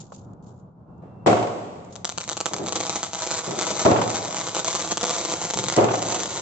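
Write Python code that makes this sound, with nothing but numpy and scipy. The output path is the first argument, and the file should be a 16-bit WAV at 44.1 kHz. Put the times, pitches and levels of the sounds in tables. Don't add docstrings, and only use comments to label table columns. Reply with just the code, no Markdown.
import sys
import numpy as np
from scipy import signal
from scipy.fft import rfft, irfft, next_fast_len
from scipy.io import wavfile
from scipy.ndimage import uniform_filter1d, minimum_filter1d, map_coordinates

SR = 44100
rng = np.random.default_rng(int(sys.argv[2]) if len(sys.argv) > 2 else 0)


def generate_wav(sig):
    pcm = np.round(np.clip(np.atleast_2d(sig).T, -1, 1) * 32767).astype(np.int16)
    wavfile.write(sys.argv[1], SR, pcm)


N = 282681

# (frequency [Hz], left-right correlation [1])
DIFFUSE_COHERENCE = [(40, 0.69), (150, 0.98), (500, 0.59), (1500, 0.048), (5000, 0.056)]
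# (time [s], level [dB])
TRAIL_LEVEL = [(1.9, -62), (2.03, -75), (2.12, -61), (2.26, -57), (2.32, -51), (2.4, -66), (2.56, -45.5),
               (2.64, -47), (2.72, -41.5), (2.77, -37.5), (2.89, -38.5), (2.96, -35), (3.02, -39.5),
               (3.06, -35), (3.108, -47), (3.169, -37.5), (3.33, -35), (3.44, -37), (3.57, -37),
               (3.62, -34.5), (3.7, -32), (3.85, -31), (3.93, -37.5), (4.07, -38), (4.16, -34.5),
               (4.29, -39), (4.39, -34), (4.52, -38.5), (4.59, -32.5), (4.635, -42), (4.68, -32),
               (4.77, -32.5), (4.87, -33.5), (4.92, -36), (4.959, -43), (5.04, -34.5), (5.12, -30.5),
               (5.2, -34.5), (5.31, -31), (5.38, -35), (5.48, -35.5), (5.58, -39.5), (5.63, -37),
               (5.72, -35), (5.78, -36.5), (5.87, -42), (5.95, -34), (6.04, -38.5), (6.15, -31.5),
               (6.28, -37), (6.36, -33), (6.41, -35.5)]


def amp(db):
    return 10 ** (np.asarray(db) / 20)


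def unit(x):
    return x / np.sqrt(np.mean(x ** 2) + 1e-20)


def along(points, hz):
    f, v = np.transpose(points)
    return np.interp(np.log(hz + 1), np.log(f + 1), v)


def decay(t, t60):
    return (t >= 0) * np.exp(-np.log(1000) * np.maximum(t, 0) / t60)


def add(out, s, sound):
    start = max(round(s * SR), 0)
    part = sound[:, :N - start]
    out[:, start:start + part.shape[1]] += part


def filtered(x, response):
    n = x.shape[-1]
    m = next_fast_len(n + SR // 4)
    return irfft(rfft(x, m) * response(np.fft.rfftfreq(m, 1 / SR)), m)[..., :n]


def coloured(x, spectrum, size=4096):
    cepstrum = irfft(np.log(amp(along(spectrum, np.fft.rfftfreq(size, 1 / SR)))))
    cepstrum[1:size // 2] *= 2
    cepstrum[size // 2 + 1:] = 0
    impulse_response = irfft(np.exp(rfft(cepstrum)))
    return signal.fftconvolve(x, impulse_response[None], axes=1)[:, :x.shape[1]]


def noise(spectrum, coherence, count):
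    turn = lambda hz: np.arccos(np.clip(along(coherence, hz), -1, 1)) / 2
    shape = lambda hz: amp(along(spectrum, hz)) * [np.cos(turn(hz)), np.sin(turn(hz))]
    mid, side = filtered(rng.standard_normal((2, count)), shape)
    return unit(np.array([mid + side, mid - side]))


def wobble(rate):
    return map_coordinates(rng.standard_normal(int(N * rate / SR) + 4), [np.arange(N) * rate / SR])


def rumble(trim_db=-1, flutter_db=2):
    # (time [s], level [dB])
    drift = [(0, -42.5), (.6, -44), (0.801, -47.5), (1.2, -38.5), (2.1, -46), (6.41, -45)]
    # (frequency [Hz], density [dB])
    spectrum = [(25, -4), (50, -19), (100, -3), (140, -4), (175, -2), (230, -10), (300, -16), (900, -21),
                (1400, -32), (1900, -55), (6000, -64)]
    level_db = np.interp(np.arange(N) / SR, *np.transpose(drift)) + trim_db + flutter_db * wobble(22)
    return amp(level_db) * noise(spectrum, DIFFUSE_COHERENCE, N)


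def bursts(rows, spectrum, rise_s):
    out, t = np.zeros((2, N)), np.arange(SR) / SR
    for s, db, t60 in rows:
        envelope = amp(db) * (1 - np.exp(-t / rise_s)) * decay(t, t60)
        add(out, s, envelope * noise(spectrum, DIFFUSE_COHERENCE, len(t)))
    return out


def fuse(sputter_db=3.0, sputters_per_s=220):
    # (time [s], level [dB], t60 [s])
    spurts = [(0.002, -37.5, 0.09), (.04, -57, 0.46), (.12, -52.5, 0.38), (.138, -50, 0.27),
              (.333, -65, 0.032), (.425, -64.5, 0.57), (.465, -59, 0.33), (.588, -63, 0.081),
              (.98, -62, 0.013), (1.845, -53.5, 0.09), (1.924, -42, 0.11)]
    tick = [(.1205, -33.5, 0.049)]
    # (frequency [Hz], density [dB])
    hiss_spectrum = [(400, 1), (1200, -17), (1800, -17), (3600, -1), (5600, 0), (7200, 9.5), (8200, -12)]
    tick_spectrum = [(200, -35), (550, 7), (1300, 0), (1800, -23), (6000, -24)]
    hiss = bursts(spurts, hiss_spectrum, rise_s=0.00055)
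    sputter = unit(amp(sputter_db * wobble(sputters_per_s)))
    return hiss * sputter + bursts(tick, tick_spectrum, rise_s=0.00066)


def far_thuds(rise_s=0.0017, bass_hz=220):
    # (time [s], level [dB], t60 [s], bass shelf [dB])
    thuds = [(.03, -43, 0.075, 13), (1.02, -44, 1.1, -10), (1.809, -44, 0.13, 7), (2.508, -31, 0.76, -12),
             (2.592, -27, 0.65, -1), (3.474, -26, 0.28, 1), (3.51, -28, 1.8, -9.5), (3.70, -26, 0.17, -17),
             (5.555, -36, 0.9, 14)]
    # (frequency [Hz], density [dB])
    spectrum = [(30, -24.5), (60, -22.5), (110, -7.5), (190, -1.5), (250, -10), (360, -1), (480, -9),
                (700, -9.5), (1000, -16), (1800, -30), (5000, -49.5)]
    out, t = np.zeros((2, N)), np.arange(SR) / SR
    for s, db, t60, bass_db in thuds:
        shelf = lambda hz: amp(bass_db / (1 + (hz / bass_hz) ** 4))
        body = filtered(noise(spectrum, DIFFUSE_COHERENCE, len(t)), shelf)
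        add(out, s, amp(db) * (1 - np.exp(-t / rise_s)) * decay(t, t60) * body)
    return out


def whistle(pitch_hz=2708, waver_hz=14, flutter_db=3.0):
    # (time [s], level [dB])
    swell = [(.85, -110), (.9, -90), (1.02, -82), (1.25, -76), (1.3, -120)]
    level_db = np.interp(np.arange(N) / SR, *np.transpose(swell), left=-np.inf, right=-np.inf)
    phase = 2 * np.pi * np.cumsum(pitch_hz + waver_hz * wobble(120)) / SR
    return amp(level_db + flutter_db * wobble(90)) * unit(np.sin(phase))


def blast_tone(hz, bright_db, boom_db, bark_db, knee_hz=900, boom_hz=100, bark_hz=1400):
    tilt = bright_db * np.log2(np.maximum(hz / knee_hz, 1))
    boom = boom_db * np.exp(-np.log2((hz + 1) / boom_hz) ** 2)
    bark = bark_db * np.exp(-(np.log2((hz + 1) / bark_hz) / 0.77) ** 2)
    return amp(tilt + boom + bark)


def launches(push_db=-2, push_s=0.00034, front_db=-3, ring_db=-11, detune=.007, common_share=0.28):
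    # (time [s], level [dB], tilt [dB/octave], boom [dB], bark [dB], roll [dB], claps [dB])
    charges = [(1.262, -8.5, 5, -2.5, 1.5, 1.5, -23), (3.8505, -9, 2, 2.5, 3.5, 2, -14),
               (5.7742, -10.5, 3, -2, 0.5, 2.5, -14)]
    # (delay [s], level [dB])
    walls = [(.012, 1.5), (.036, -6), (.052, -5.5), (.067, -3), (.105, -12), (.134, -12), (.165, -11.5),
             (.21, -15)]
    house_fronts = [(.001, -3), (.065, 0.5), (.111, 3), (.135, -3), (.166, 1.5)]
    # (level [dB], t60 [s])
    rolls = [(-7, .65), (-12.5, 1.5)]
    # (frequency [Hz], level [dB], t60 [s])
    modes = [(112.8, -3, 0.88), (312.8, -3, 0.51), (347, 2.5, 0.26), (436, -1.5, 0.51), (569, -7.5, 0.8),
             (634, -9.5, 0.5), (725, -3.5, 1.12), (1096, -12.5, 1.08)]
    # (frequency [Hz], density [dB])
    blast_spectrum = [(30, -37), (60, -16.5), (90, -12), (115, -2), (150, -5.5), (260, -3.5), (330, -1),
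                      (730, -0.5), (950, -7.5), (1150, -13), (1700, -27.5), (2100, -28), (5200, -44),
                      (7200, -45)]
    clap_spectrum = [(400, -12.5), (900, 5.5), (1500, -2), (1900, -10.5), (2600, -8.5), (3500, -11.5),
                     (6000, -37)]
    # (frequency [Hz], left-right correlation [1])
    coherence = [(60, 0.29), (120, 0.76), (250, 0.85), (500, 0.61), (1000, -0.27), (2030, 0.078),
                 (4100, -0.2), (8280, 0.027)]
    out, t = np.zeros((2, N)), np.arange(SR + SR // 2) / SR
    echo_power = lambda paths, t60: sum((amp(db) * decay(t - delay, t60)) ** 2 for delay, db in paths)
    slap_power = echo_power([(0.0068, front_db)] + walls, t60=.07)
    clap_envelope = np.sqrt(echo_power(house_fronts, t60=.09))
    roll_power = sum((amp(db) * decay(t, t60)) ** 2 for db, t60 in rolls)
    push = amp(push_db) * (1 - t / push_s) * np.exp(-t / push_s)
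    onset = 1 - decay(t, 0.00098)
    common = np.sqrt(common_share) * noise(blast_spectrum, coherence, len(t))
    for s, db, bright_db, boom_db, bark_db, roll_db, claps_db in charges:
        response = common + np.sqrt(1 - common_share) * noise(blast_spectrum, coherence, len(t))
        response = filtered(response, lambda hz: blast_tone(hz, bright_db, boom_db, bark_db))
        echoes = np.sqrt(slap_power + amp(roll_db) ** 2 * roll_power) * response
        ring = np.zeros(len(t))
        for hz, mode_db, t60 in modes:
            envelope = amp(mode_db + rng.normal(0, 1.1)) * decay(t, t60)
            ring += envelope * np.sin(2 * np.pi * (hz * rng.normal(1, detune) * t + rng.random()))
        claps = amp(claps_db) * clap_envelope * noise(clap_spectrum, coherence, len(t))
        add(out, s, amp(db) * (push + claps + echoes + amp(ring_db) * ring) * onset)
    return out


def shocks(times, levels_db, bounces_db, lengths_s, front_s=.000024, rear_s=.000075, pan_db=2.74):
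    # (time [s], delay [s])
    ground_delays = [(2, .0058), (2.5, .006), (2.9, .0061), (3.6, .00615), (4.6, .0061), (4.75, .0058),
                     (5.3, .0059), (5.7, .0056), (6.41, .0056)]
    out, t = np.zeros((2, N)), np.arange(SR // 500) / SR
    chance = rng.standard_normal((len(times), 14)).T[:, :, None]
    ground_s = np.interp(times, *np.transpose(ground_delays))[:, None] * (1 + .015 * chance[12])
    clutter_s = ground_s + 0.00037 * np.exp(0.4 * chance[13])
    paths = [(0, levels_db, lengths_s, chance[:4]),
             (ground_s, levels_db + bounces_db - 1.5, lengths_s, chance[4:8]),
             (clutter_s, levels_db + bounces_db - 5, lengths_s / 3, chance[8:12])]
    step = lambda at, edge: 1 - np.exp(-np.maximum(at, 0) / edge)
    for delay, path_db, wave_s, (size, blunt, bearing, pan) in paths:
        length = wave_s[:, None] * np.exp(0.11 * size)
        edge = front_s * np.exp(0.063 * blunt)
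        lag_s = .00005 * np.exp(0.36 * bearing)
        index = (np.round((times[:, None] + delay) * SR).astype(int) + np.arange(len(t))).ravel()
        for channel, at, side in [(0, t - lag_s, 0.3), (1, t, -0.75)]:
            wave = (step(at, edge) - step(at - length, rear_s)) * np.clip(1 - 2 * at / length, -0.7, 1)
            wave *= amp(path_db[:, None] + side * pan_db * pan)
            out[channel] += np.bincount(index, wave.ravel(), N)[:N]
    return out


def small_shocks(times, level_db, spread_db, length_s=0.000657):
    strength, bounce, size = rng.standard_normal((len(times), 3)).T
    return shocks(times, level_db + spread_db * strength,
                  bounces_db=-1 + 3 * bounce, lengths_s=length_s * np.exp(.3 * size))


def shed_sparks(trail_db, per_s, over_db, spread_db):
    slots = np.arange(TRAIL_LEVEL[0][0], N / SR, 1 / per_s)
    times = slots + rng.exponential(1 / per_s, len(slots))
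    return small_shocks(times, np.interp(times, np.arange(N) / SR, trail_db) + over_db, spread_db)


def loud_snaps(trim_db=-2.0, followers=2, mean_wait_s=.018, flurry_db=-17.5):
    # (time [s], level [dB], relative ground reflection [dB], N-wave duration [s])
    snaps = [(1.9562, -21, 1.5, 0.00063), (2.0466, -9.5, 2.5, 0.00054), (2.0703, -24.5, 4, 0.00067),
             (2.0931, -11.5, -2.5, 0.00055), (2.1171, -24, 4, 0.0007), (2.1774, -12.5, 4.5, 0.0006),
             (2.204, -18.5, 4, 0.00062), (2.2148, -15.0, -11, 0.00034), (2.234, -21, 1.5, 0.0005),
             (2.2781, -16.5, -2, 0.0009), (2.2912, -9, -1, 0.0006), (2.3103, -17, 6, 0.001),
             (2.323, -23, -9, 0.00048), (2.3251, -15.5, -0.5, 0.00046), (2.33, -23, -5, 0.0006),
             (2.3692, -12.5, 0.5, 0.0007), (2.3727, -17, -5, 0.00065), (2.4047, -9.5, 1.5, 0.0007),
             (2.4234, -31, -9, 0.00045), (2.4584, -5, -0.5, 0.0007), (2.5067, -31, -8, 0.00074),
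             (2.5353, -7.5, -1, 0.00055), (2.5652, -15, -9.5, 0.00079), (2.5843, -17.5, -8, 0.00084),
             (2.663, -14.5, 0, 0.00055), (2.6786, -17.5, 6, 0.00063), (2.6864, -18, 4, 0.0007),
             (2.724, -7.5, -5, 0.0007), (2.7557, -15, 4, 0.00068), (2.758, -8, -5, 0.0006),
             (2.7677, -11, -4, 0.00076), (2.8041, -9.5, -1, 0.001), (2.8297, -15, 1.5, 0.0005),
             (2.8526, -14, -3, 0.0006), (2.8607, -19, 8.5, 0.00064), (2.8728, -17.5, -2, 0.0008),
             (2.8958, -5, -6.5, 0.0007), (2.9281, -16, -5, 0.00075), (2.959, -9.5, -4, 0.0009),
             (3.031, -6.5, -3, 0.0006), (3.1333, -11, -4, 0.0007), (3.1484, -12, -1.5, 0.0006),
             (3.2023, -19.5, -4, 0.0005), (3.2219, -10, -4.5, 0.00057), (3.2331, -12, -2, 0.00062),
             (3.267, -13, 3, 0.00097), (3.3078, -11.5, -4, 0.0005), (3.3133, -7.5, -2, 0.00077),
             (3.326, -12.5, -12, 0.00065), (3.3421, -10.5, -2, 0.0006), (3.3543, -15, -10, 0.0006),
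             (3.3679, -17.5, 4, 0.0007), (3.3815, -15, -0.5, 0.0005), (3.3858, -16.5, -1.5, 0.0008),
             (3.3907, -13.5, -5, 0.00053), (3.5099, -14, -3.5, 0.00098), (3.5904, -6, -6, 0.00048),
             (3.6127, -7, -6.5, 0.0007), (3.6234, -10, -2, 0.00056), (3.635, -17.5, -1, 0.0005),
             (3.6685, -9, -4.5, 0.0007), (3.7064, -13, -1.5, 0.0015), (3.7955, -9.5, -2, 0.0006),
             (3.8069, -16, -5, 0.0007), (3.9192, -19, -3, 0.00095), (4.0165, -14, -11, 0.00045),
             (4.0304, -17.5, -9, 0.0005), (4.078, -12.5, -6, 0.00059), (4.097, -15.5, 6, 0.0007),
             (4.1017, -24, -5.5, 0.0007), (4.1092, -17.0, -1, 0.00045), (4.1249, -21, -2, 0.0011),
             (4.144, -15.5, 3, 0.0007), (4.1567, -12, -6, 0.00042), (4.1612, -21, 0, 0.00094),
             (4.1691, -11, -10, 0.00061), (4.1793, -17.5, -1.5, 0.00046), (4.2415, -18.0, -3, 0.00065),
             (4.25, -14, -1.5, 0.001), (4.3095, -15, -6, 0.00076), (4.3273, -12.5, -12, 0.00084),
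             (4.346, -14, -4.5, 0.00061), (4.369, -11.5, -5.5, 0.00039), (4.3784, -18, 2, 0.0006),
             (4.4005, -14.5, -3, 0.00092), (4.4129, -13, -5, 0.00054), (4.4394, -22, -2, 0.00055),
             (4.4689, -13, 0, 0.0005), (4.5489, -8.5, -2, 0.0007), (4.567, -9.5, -5.5, 0.00082),
             (4.6465, -7, -5, 0.0006), (4.6636, -15.5, 0.5, 0.00054), (4.6726, -17.5, 6.5, 0.0011),
             (4.677, -16, -1, 0.00097), (4.6811, -10, -7, 0.0007), (4.6829, -8.5, -4, 0.00085),
             (4.7085, -14.0, 0, 0.00052), (4.7297, -11.5, -4, 0.00052), (4.7513, -7, -1, 0.0006),
             (4.7589, -18.5, -3, 0.0006), (4.7662, -15.5, 0, 0.00065), (4.8007, -11.5, -1, 0.00041),
             (4.8173, -13.5, 3, 0.0006), (4.8757, -12.5, -8, 0.0007), (4.9121, -9.5, 2.5, 0.00054),
             (4.9155, -11.5, -7, 0.0006), (4.9221, -7.5, -4.5, 0.0011), (4.9728, -6, -2, 0.0006),
             (5.0123, -10, -5, 0.00057), (5.0309, -7, -2, 0.00081), (5.0351, -11, 3.5, 0.001),
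             (5.0513, -8.5, -3, 0.00072), (5.0684, -9.5, -4, 0.00088), (5.081, -11, -3.5, 0.0007),
             (5.0951, -8, -11, 0.00074), (5.1028, -10, 1, 0.0008), (5.1071, -12, -4, 0.0009),
             (5.1116, -13, -17, 0.0006), (5.1326, -15, -2, 0.0008), (5.1654, -12.5, -11.5, 0.0007),
             (5.1844, -17.5, 3.5, 0.0008), (5.2138, -12.5, -5, 0.00072), (5.251, -7.5, -4.5, 0.00069),
             (5.3001, -13, -3, 0.00067), (5.318, -12.5, 2, 0.0009), (5.3383, -11.5, -12, 0.00084),
             (5.4167, -12, -8.5, 0.0008), (5.4408, -12, -2, 0.00058), (5.4514, -10.5, -6.5, 0.001),
             (5.5029, -11.5, 3, 0.00054), (5.5372, -8.5, -5, 0.0007), (5.5416, -9.5, -5, 0.00073),
             (5.5739, -8.5, -9, 0.0007), (5.589, -6, -6, 0.00052), (5.5914, -16, 1, 0.00034),
             (5.6402, -13.5, 0.5, 0.00068), (5.6606, -17, 3, 0.00055), (5.685, -4, -11, 0.00062),
             (5.6886, -12, -7, 0.00079), (5.7, -7.5, -19, 0.00059), (5.7248, -7, -7.5, 0.0007),
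             (5.7391, -12.0, -7.5, 0.0004), (5.7428, -14, -10, 0.00057), (5.7584, -19.5, 9.5, 0.0004),
             (5.7657, -18, -12, 0.00034), (5.767, -6.5, -12, 0.0011), (5.8442, -14.5, -6, 0.00088),
             (5.957, -15, -2, 0.0007), (5.997, -23, -13, 0.0007), (6.0207, -12, 2.5, 0.001),
             (6.0526, -16.5, -1, 0.00078), (6.0643, -14, -1, 0.0012), (6.0876, -14, -13, 0.00077),
             (6.1137, -16, -5, 0.0004), (6.1186, -23.5, 2, 0.0011), (6.122, -12, -1, 0.0007),
             (6.1244, -12.5, -8, 0.0007), (6.1462, -9, -5, 0.00073), (6.1908, -26.5, 7, 0.00049),
             (6.2025, -11.5, -4, 0.0004), (6.2278, -21.5, 3, 0.0005), (6.2345, -9, -12.5, 0.00056),
             (6.2581, -11.5, -9, 0.0007)]
    s, db, bounce_db, length_s = np.transpose(snaps)
    times = s[:, None] + rng.exponential(mean_wait_s, (len(s), followers))
    flurry = small_shocks(times.ravel(), np.repeat(db, followers) + flurry_db, spread_db=0.5)
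    return amp(trim_db) * (shocks(s, db, bounce_db, length_s) + flurry)


def scattered(x, t60, db, samples, positions):
    out, t = np.zeros((2, N)), np.arange(samples) / SR
    for part in np.array_split(np.arange(N), positions):
        tail = noise([(100, 0.0069), (10000, 0.005)], DIFFUSE_COHERENCE, samples) * decay(t, t60)
        add(out, part[0] / SR, signal.fftconvolve(x[:, part], tail / np.linalg.norm(tail[0]), axes=1))
    return amp(db) * out


def crackle(surge_db=1, surges_per_s=22):
    # (frequency [Hz], gain [dB])
    overhead = [(60, -8), (180, -1.5), (500, -1.5), (900, -3), (1350, -2.5), (1700, -8), (2100, 0.5),
                (2700, -1), (3800, 8.5), (4500, 9), (5400, 9.5), (6300, 19.5), (6800, 18.5), (7400, 23),
                (8200, 7)]
    # (frequency [Hz], left minus right [dB])
    balance = [(500, -1), (1600, -0.5), (2100, -3), (2800, 3), (3800, 4.5), (4800, 2.5), (6300, 6.5),
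               (7100, -2)]
    trail_db = np.interp(np.arange(N) / SR, *np.transpose(TRAIL_LEVEL))
    trail_db += surge_db * wobble(surges_per_s)
    sizzle = shed_sparks(trail_db, per_s=650, over_db=4.5, spread_db=4)
    ticks = shed_sparks(trail_db, per_s=35, over_db=12.5, spread_db=2.5)
    sparks = coloured(loud_snaps() + ticks + sizzle, overhead)
    sparks = filtered(sparks, lambda hz: amp(along(balance, hz) * np.array([[.5], [-.5]])))
    near = scattered(sparks, t60=0.036, db=-10.5, samples=2048, positions=36)
    yard = scattered(sparks, t60=0.37, db=-10, samples=32768, positions=4)
    return sparks + near + yard


def scene():
    return launches() + crackle() + fuse() + whistle() + far_thuds() + rumble()


def limiter(x, ceiling_db=-.5, release_db_per_s=60, window=65):
    over_db = np.maximum(20 * np.log10(np.abs(x).max(axis=0) + 1e-9) - ceiling_db, 0)
    ramp = release_db_per_s * np.arange(N) / SR
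    cut_db = np.maximum.accumulate(over_db + ramp) - ramp
    return x * uniform_filter1d(minimum_filter1d(amp(-cut_db), window), window)


def saturated(x, top, order):
    return x / (1 + np.abs(x / top) ** order) ** (1 / order)


def record(dry, low_cut_hz=62, band_hz=8050, stop_hz=13300):
    band = lambda hz: 1 / np.sqrt(1 + (hz / band_hz) ** 56)
    driven = saturated(limiter(filtered(dry, band)), top=.6, order=6)
    thin = signal.sosfilt(signal.butter(2, low_cut_hz, "highpass", fs=SR, output="sos"), driven)
    rounded = saturated(filtered(thin, band), top=.95, order=4)
    return filtered(rounded, lambda hz: (hz < stop_hz) / (1 + (hz / 10500) ** 12))


dry = scene()
out = record(dry)
generate_wav(out)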